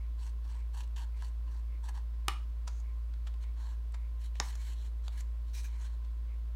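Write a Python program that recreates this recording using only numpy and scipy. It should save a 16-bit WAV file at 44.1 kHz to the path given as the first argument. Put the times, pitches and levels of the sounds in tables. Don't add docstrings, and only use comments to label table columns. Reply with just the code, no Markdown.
import sys
import numpy as np
from scipy import signal
from scipy.fft import rfft, irfft
from scipy.io import wavfile
from scipy.ndimage import uniform_filter1d

SR = 44100
rng = np.random.default_rng(int(sys.argv[2]) if len(sys.argv) > 2 else 0)


def generate_wav(signal):
    frames = np.transpose(np.atleast_2d(signal))
    scaled = np.clip(frames, -1, 1) * 32767
    pcm = np.round(scaled).astype(np.int16)
    wavfile.write(sys.argv[1], SR, pcm)


N = 289149
T = np.arange(N) / SR

HUM_HZ, HUM_RMS_DB = 56.67, -36.1
# (frequency [Hz], rms level before wander [dB])
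WHINE_TONES = [(120, -69.5), (170, -76.5), (296, -81.5), (396, -84.5), (1046, -78)]
# (frequency [Hz], gain [dB])
RUMBLE_SPECTRUM = [(15, -15), (30, 0.5), (50, 1), (80, 4), (105, -5), (150, -5.5), (220, -7), (330, -34.5)]
# (frequency [Hz], gain [dB])
AIR_SPECTRUM = [(120, -30), (200, -7), (294, -0.5), (372, -4), (431, -5), (567, -4.5), (832, -10.5),
                (879, -21.5), (1020, -8.5), (1120, -17.5), (1360, -10.5), (2110, -14.5), (4310, -17.5),
                (4810, -20), (15800, -47.5)]
AIR_RMS_DB = -68.55

# (start [s], length [s], level [dB], treble shelf [dB], box body over treble [dB])
PUSHES = [(0.175, 0.145, -66.5, 3, -4), (0.432, 0.19, -65.5, -3, -1), (0.727, 0.105, -62, 3, 0),
          (0.957, 0.1, -57, 1.5, 0), (1.155, 0.155, -66.5, 1, -2), (1.465, 0.155, -68.5, -4, 1),
          (1.825, 0.07, -63.5, 4, 4), (1.935, 0.075, -63.5, 1, 4.5)]
PUSH_ATTACK_S, PUSH_RELEASE_S, PUSH_SWELL_DB = .015, .025, 3
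# (time [s], level [dB], treble shelf [dB], box body over treble [dB])
CRACKS = [(0.213, -60, -2, -10), (0.231, -56.5, -2, -6), (0.267, -58, -2, -5), (0.772, -57, 1, 2),
          (0.807, -56, 0, -4), (0.836, -60, 6, -6), (0.963, -54, -4, -10), (1.223, -57.5, -3, 5),
          (1.247, -59, 2, -9), (1.89, -52, 6, 7.5)]
CRACK_RISE_S, CRACK_DECAY_S = .002, .007
# (frequency [Hz], gain [dB])
FIBRE_SPECTRUM = [(1180, -22), (2000, -8), (2320, -9), (2680, -4), (3110, -4), (3700, -8.5), (4470, -3.5),
                  (4710, -6.5), (4960, -18.5), (5450, -7), (7260, -11.5), (7840, -9.5), (9400, -15),
                  (15000, -27), (15800, -44)]
# (frequency [Hz], nominal width [Hz], gain [dB])
BOX_MODES = [(992, 200, 7.5), (1250, 200, -4), (1560, 320, -0.5)]

# (frequency [Hz], T60 [s])
ROOM_T60 = [(200, 0.25), (1000, 0.27), (3000, 0.31), (6000, 0.33), (14000, 0.24)]
# (frequency [Hz], gain [dB])
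ROOM_TAIL_GAIN = [(200, -6), (500, -9), (1100, -4.5), (3000, -9), (6000, -12), (14000, -13)]
# (delay [s], gain over room input [dB])
WALL_ECHOES = [(.0108, -16), (.0125, -19.5), (.023, -27), (.031, -24)]

# (time [s], peak level [dB], rise + decay [s], ring [Hz], ring over scuff [dB])
TICKS = [(0.877, -61, .003, 7800, -3), (2.679, -40.5, .008, 5700, -10), (2.802, -60, .006, 6500, 4),
         (3.139, -56.5, .004, 4000, -8), (3.273, -49.5, .011, 3100, -5), (3.341, -59, .004, 3140, -3),
         (3.439, -57, .006, 3280, -5), (3.923, -60, .004, 8040, 0), (3.945, -48, .009, 980, -9),
         (4.356, -51, .004, 2780, 2), (4.555, -44.5, .003, 6400, 1), (5.0815, -39, .002, 4050, 1),
         (5.2075, -47, .006, 6900, 3), (6.048, -63, .014, 4000, -10)]
TICK_RISE_SHARE = .35
# (frequency [Hz], gain [dB])
SCUFF_SPECTRUM = [(200, -46), (500, 0), (1000, 5.5), (1500, 1.5), (2300, -2), (4300, -4.5), (4950, -4),
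                  (5600, -7), (7500, -8), (10400, -18), (12000, -23), (16000, -28)]

# (time [s], rms over 50 ms [dB], table echo delay [s], echo gain [dB])
SNAP_BLOW = (2.2823, -37, .00241, -6.5)
# (frequency [Hz], nominal width [Hz], gain [dB])
SNAP_MODES = [(420, 200, -10), (910, 300, -3), (1240, 280, 2), (1720, 380, -5), (2080, 300, -15),
              (2480, 240, -4), (2980, 260, -1), (3780, 480, -6), (4430, 340, -9), (5450, 400, -10),
              (6200, 600, -12), (7500, 800, -15), (8600, 1000, -12), (10600, 1100, -18), (13700, 1800, -23)]

# (start [s], length [s], hiss level before trim [dB], treble shelf [dB], box drone over hiss [dB])
RUBS = [(3.4, 0.06, -65.5, 0, -14), (3.555, 0.21, -65, -5, -1), (4.19, 0.105, -65, 4.5, -15),
        (4.335, 0.075, -66, -3, -12), (4.405, 0.12, -58.3, 5.5, -5), (4.485, 0.125, -62, -4, -9),
        (4.58, 0.185, -60.5, 1.5, -11), (4.755, 0.15, -64.5, -1, -12), (5.025, 0.085, -65, -4, -8),
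        (5.1, 0.115, -64.5, -1, -9), (5.165, 0.063, -61, 4, -10), (5.455, 0.09, -71, -4, -10),
        (5.66, 0.31, -68, -10, -4), (5.79, 0.1, -62.5, -5, -12)]
RUB_ATTACK_S, RUB_RELEASE_S, RUB_SWELL_DB = .025, .03, 3
# (frequency [Hz], gain [dB])
SKIN_SPECTRUM = [(760, -35), (1300, -14.5), (1740, -3.5), (2240, -6), (2760, -8), (3000, -1.5),
                 (3580, -6.5), (4100, -0.5), (4460, -3.5), (4900, -18), (5270, -7.5), (6990, -7),
                 (10200, -14), (15200, -22.5), (15800, -25)]

# (time [s], rms over 50 ms [dB], table echo delay [s], echo gain [dB])
FLICK_BLOW = (4.4001, -38, .0026, -13)
# (frequency [Hz], nominal width [Hz], gain [dB])
FLAP_MODES = [(265, 70, -4), (440, 70, -4), (820, 170, -1.5), (980, 120, -5), (1190, 220, 0),
              (1760, 340, 0), (2700, 600, -8), (3800, 320, -1), (4640, 280, -7), (5550, 650, 0),
              (6300, 650, 0), (8300, 900, -17), (9500, 800, -21), (12800, 3000, -32)]

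# (start [s], length [s], level [dB])
SCRAPES = [(5.528, 0.112, -52.8), (5.625, 0.07, -53)]
SCRAPE_ATTACK_S, SCRAPE_RELEASE_S, SCRAPE_SWELL_DB = .02, .05, 1
# (frequency [Hz], width per pass [Hz], gain [dB])
SQUEAK_BANDS = [(1750, 600, -4), (2410, 220, 4), (3070, 240, -2), (3980, 700, 0), (6100, 900, -1)]
# (frequency [Hz], gain [dB])
RASP_SPECTRUM = [(500, -20), (1400, -3), (4800, -4), (5500, 0), (8500, -2), (11000, -6), (16000, -9)]

LOWPASS_HZ = 15950


def amp(db):
    return 10 ** (np.asarray(db) / 20)


def unit(x):
    return x / np.sqrt(np.mean(x ** 2) + 1e-20)


def read(points, hz):
    f, value = np.transpose(points)
    return np.interp(np.log(hz + 1), np.log(f + 1), value)


def add(mix, s, sound):
    part = mix[round(s * SR):][:len(sound)]
    part += sound[:len(part)]


def colour(x, spectrum):
    gain = amp(read(spectrum, np.fft.rfftfreq(len(x), 1 / SR)))
    return unit(irfft(rfft(x) * gain, len(x)))


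def resonate(x, hz, width_hz):
    return signal.lfilter(*signal.iirpeak(min(hz, SR / 2 - 1), hz / width_hz, SR), x)


def wander(size, below_hz):
    keep = np.fft.rfftfreq(size, 1 / SR) < below_hz
    return unit(irfft(rfft(rng.standard_normal(size)) * keep, size))


def grains(size, per_s, spread_db):
    height = amp(spread_db * np.minimum(rng.exponential(1, size), 4))
    struck = rng.random(size) < per_s / SR
    return unit(height * rng.choice([-1, 1], size) * struck)


def stroke(start_s, length_s, attack_s, release_s, swell_db):
    t = T - start_s
    edges = np.clip(np.minimum(t / attack_s, (length_s - t) / release_s), 0, 1)
    return edges * amp(-swell_db * (2 * np.clip(t / length_s, 0, 1) - 1) ** 2)


def spike(t, rise_s, decay_s):
    return np.exp(-abs(t) / np.where(t < 0, rise_s, decay_s))


def brighten(x, db):
    high = signal.sosfilt(signal.butter(1, 8000, "high", fs=SR, output="sos"), x)
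    return x + (amp(db) - 1) * high


def patchy(x, db, frames):
    z = signal.stft(x, nperseg=256)[2]
    smooth = uniform_filter1d(rng.standard_normal(z.shape), 6, 0)
    patches = unit(uniform_filter1d(smooth, frames, 1))
    return unit(signal.istft(z * amp(db * patches), nperseg=256)[1][:len(x)])


def background(waver_db=.35, rumble_db=-63, whir_hz=1040, whir_width_hz=150, whir_db=-74):
    hum = amp(HUM_RMS_DB + waver_db * wander(N, below_hz=14)) * np.sin(2 * np.pi * HUM_HZ * T)
    whine = np.zeros(N)
    for hz, db in WHINE_TONES:
        level = amp(db + 2 * wander(N, below_hz=4.6))
        whine += level * np.sin(2 * np.pi * (hz * T + rng.random()))
    low, air, whir = rng.standard_normal((3, N))
    noise = amp(rumble_db) * colour(low, RUMBLE_SPECTRUM) + amp(AIR_RMS_DB) * colour(air, AIR_SPECTRUM)
    noise += amp(whir_db) * unit(resonate(whir, whir_hz, whir_width_hz))
    return np.sqrt(2) * (hum + whine) + noise


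def swish(first_s=.023, period_s=.573, hz=2200, width_hz=520, db=-71, sigma_s=.037):
    offset_s = (T - first_s + period_s / 2) % period_s - period_s / 2
    whistle = unit(resonate(resonate(rng.standard_normal(N), hz, width_hz), hz, width_hz))
    return amp(db) * np.exp(-(offset_s / sigma_s) ** 2 / 2) * whistle


def box(x):
    ring = np.zeros(len(x))
    for hz, width_hz, db in BOX_MODES:
        ring += amp(db) * resonate(resonate(x, hz, 1.6 * width_hz), hz, 1.6 * width_hz)
    return unit(ring)


def cutting(jerk_db=2, pop_db=-7, slip_db=1.2, shift_db=2.2):
    fine = grains(N, per_s=5000, spread_db=.5) * amp(jerk_db * wander(N, below_hz=200))
    tears = unit(unit(fine) + amp(pop_db) * grains(N, per_s=320, spread_db=1.5))
    treble = patchy(colour(tears, FIBRE_SPECTRUM), shift_db, frames=12)
    body = box(tears)
    slips = unit(amp(slip_db * wander(N, below_hz=60)))
    out = np.zeros(N)
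    for s, length_s, db, bright_db, box_db in PUSHES:
        force = slips * stroke(s, length_s, PUSH_ATTACK_S, PUSH_RELEASE_S, PUSH_SWELL_DB)
        out += amp(db) * force * (brighten(treble, bright_db) + amp(box_db) * body)
    for s, db, bright_db, box_db in CRACKS:
        burst = spike(T - s, CRACK_RISE_S, CRACK_DECAY_S)
        out += amp(db) * burst * (brighten(treble, bright_db) + amp(box_db) * body)
    return out


def room(x, gap_s=.006):
    hz, t, z = signal.stft(rng.standard_normal(SR // 2), SR, nperseg=256)
    t60_s = read(ROOM_T60, hz)[:, None]
    unit_energy = np.sqrt(2 * np.log(1000) / (t60_s * SR))
    decay = np.exp(-np.log(1000) * t / t60_s)
    gain = amp(read(ROOM_TAIL_GAIN, hz))[:, None]
    tail = signal.istft(z * unit_energy * gain * decay, SR, nperseg=256)[1]
    echoes = np.zeros(N)
    add(echoes, gap_s, signal.fftconvolve(x, tail))
    dull = signal.sosfilt(signal.butter(2, 3800, fs=SR, output="sos"), x)
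    for delay_s, db in WALL_ECHOES:
        add(echoes, delay_s, amp(db) * dull)
    return echoes


def ticks(q=6):
    t, out = np.arange(-SR // 20, SR // 10) / SR, np.zeros(N)
    for s, db, length_s, hz, ring_db in TICKS:
        slip = rng.standard_normal(len(t))
        ring = unit(resonate(slip, hz, hz / q))
        sound = unit(colour(slip, SCUFF_SPECTRUM) + amp(ring_db) * ring)
        envelope = spike(t, TICK_RISE_SHARE * length_s, (1 - TICK_RISE_SHARE) * length_s)
        add(out, s + t[0], amp(db) * sound * envelope)
    return out


def strike(blow, modes, spread_s=.0001):
    s, level_db, delay_s, echo_db = blow
    t, out = np.arange(SR // 20) / SR, np.zeros(N)
    hz, width_hz, db = np.transpose(modes)[:, :, None]
    age_s = np.maximum(t - spread_s * np.sqrt(1000 / hz), 0)
    damping = np.sqrt(2) * np.pi * width_hz
    envelope = damping ** 2 * age_s * np.exp(-damping * age_s)
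    ring = amp(db) * envelope * np.sin(2 * np.pi * hz * age_s)
    click = amp(level_db) * unit(ring.sum(0))
    add(out, s, click)
    dull = signal.sosfilt(signal.butter(1, 7000, fs=SR, output="sos"), click)
    add(out, s + delay_s, amp(echo_db) * dull)
    return out


def shudder(s, crackle_db, crackle_s, box_db, box_s):
    crackle = brighten(colour(grains(N, per_s=12000, spread_db=1), SCUFF_SPECTRUM), db=12)
    shake = box(rng.standard_normal(N))
    return (amp(crackle_db) * spike(T - s, rise_s=.0001, decay_s=crackle_s) * crackle
            + amp(box_db) * spike(T - s, rise_s=.0001, decay_s=box_s) * shake)


def snap():
    shake = shudder(s=2.283, crackle_db=-33, crackle_s=.002, box_db=-37, box_s=.007)
    return strike(SNAP_BLOW, SNAP_MODES) + shake


def blades(start_s=2.68, length_s=.145, db=-68, ring_hz=6450, width_hz=700):
    drag = grains(N, per_s=2500, spread_db=3)
    opening = amp(db) * stroke(start_s, length_s, attack_s=.015, release_s=.015, swell_db=3)
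    return opening * unit(unit(resonate(drag, ring_hz, width_hz)) + colour(drag, SCUFF_SPECTRUM))


def fingers(trim_db=.7, uneven_db=1.4, shift_db=2):
    drag = grains(N, per_s=9000, spread_db=2.5) * amp(uneven_db * wander(N, below_hz=64))
    hiss = patchy(colour(drag, SKIN_SPECTRUM), shift_db, frames=20)
    drone = box(drag)
    out = np.zeros(N)
    for s, length_s, db, bright_db, drone_db in RUBS:
        force = amp(db + trim_db) * stroke(s, length_s, RUB_ATTACK_S, RUB_RELEASE_S, RUB_SWELL_DB)
        out += force * (brighten(hiss, bright_db) + amp(drone_db) * drone)
    return out


def flick():
    shake = shudder(s=4.4005, crackle_db=-42, crackle_s=.004, box_db=-42, box_s=.022)
    return strike(FLICK_BLOW, FLAP_MODES) + shake


def thump(s=4.402, hz=124, db=-51, decay_s=.04):
    t, out = np.arange(SR // 3) / SR, np.zeros(N)
    add(out, s, amp(db) * np.exp(-t / decay_s) * np.sin(2 * np.pi * hz * t))
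    return out


def scrape(rasp_db=-1.5, uneven_db=1.2, drone_db=-14):
    drag = grains(N, per_s=12000, spread_db=.5) * amp(uneven_db * wander(N, below_hz=94))
    squeak = np.zeros(N)
    for hz, width_hz, db in SQUEAK_BANDS:
        squeak += amp(db) * resonate(resonate(drag, hz, width_hz), hz, width_hz)
    rasp = colour(grains(N, per_s=12000, spread_db=1.5), RASP_SPECTRUM)
    force = np.zeros(N)
    for s, length_s, db in SCRAPES:
        force += amp(db) * stroke(s, length_s, SCRAPE_ATTACK_S, SCRAPE_RELEASE_S, SCRAPE_SWELL_DB)
    sound = unit(squeak) + amp(rasp_db) * rasp + amp(drone_db) * box(drag)
    return force * patchy(sound, db=2, frames=16)


def scene(soft_room_db=-3, flick_room_db=-2):
    snap_sound, flick_sound = snap(), flick()
    soft = cutting() + ticks() + blades() + fingers() + scrape()
    echoes = room(snap_sound + amp(flick_room_db) * flick_sound + amp(soft_room_db) * soft)
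    close = snap_sound + flick_sound + soft + thump()
    return (background() + swish() + close + echoes)[None]


def record(dry):
    taps = signal.firwin(511, LOWPASS_HZ, window=("kaiser", 9), fs=SR)
    return signal.oaconvolve(dry, taps[None], "same")


dry = scene()
out = record(dry)
generate_wav(out)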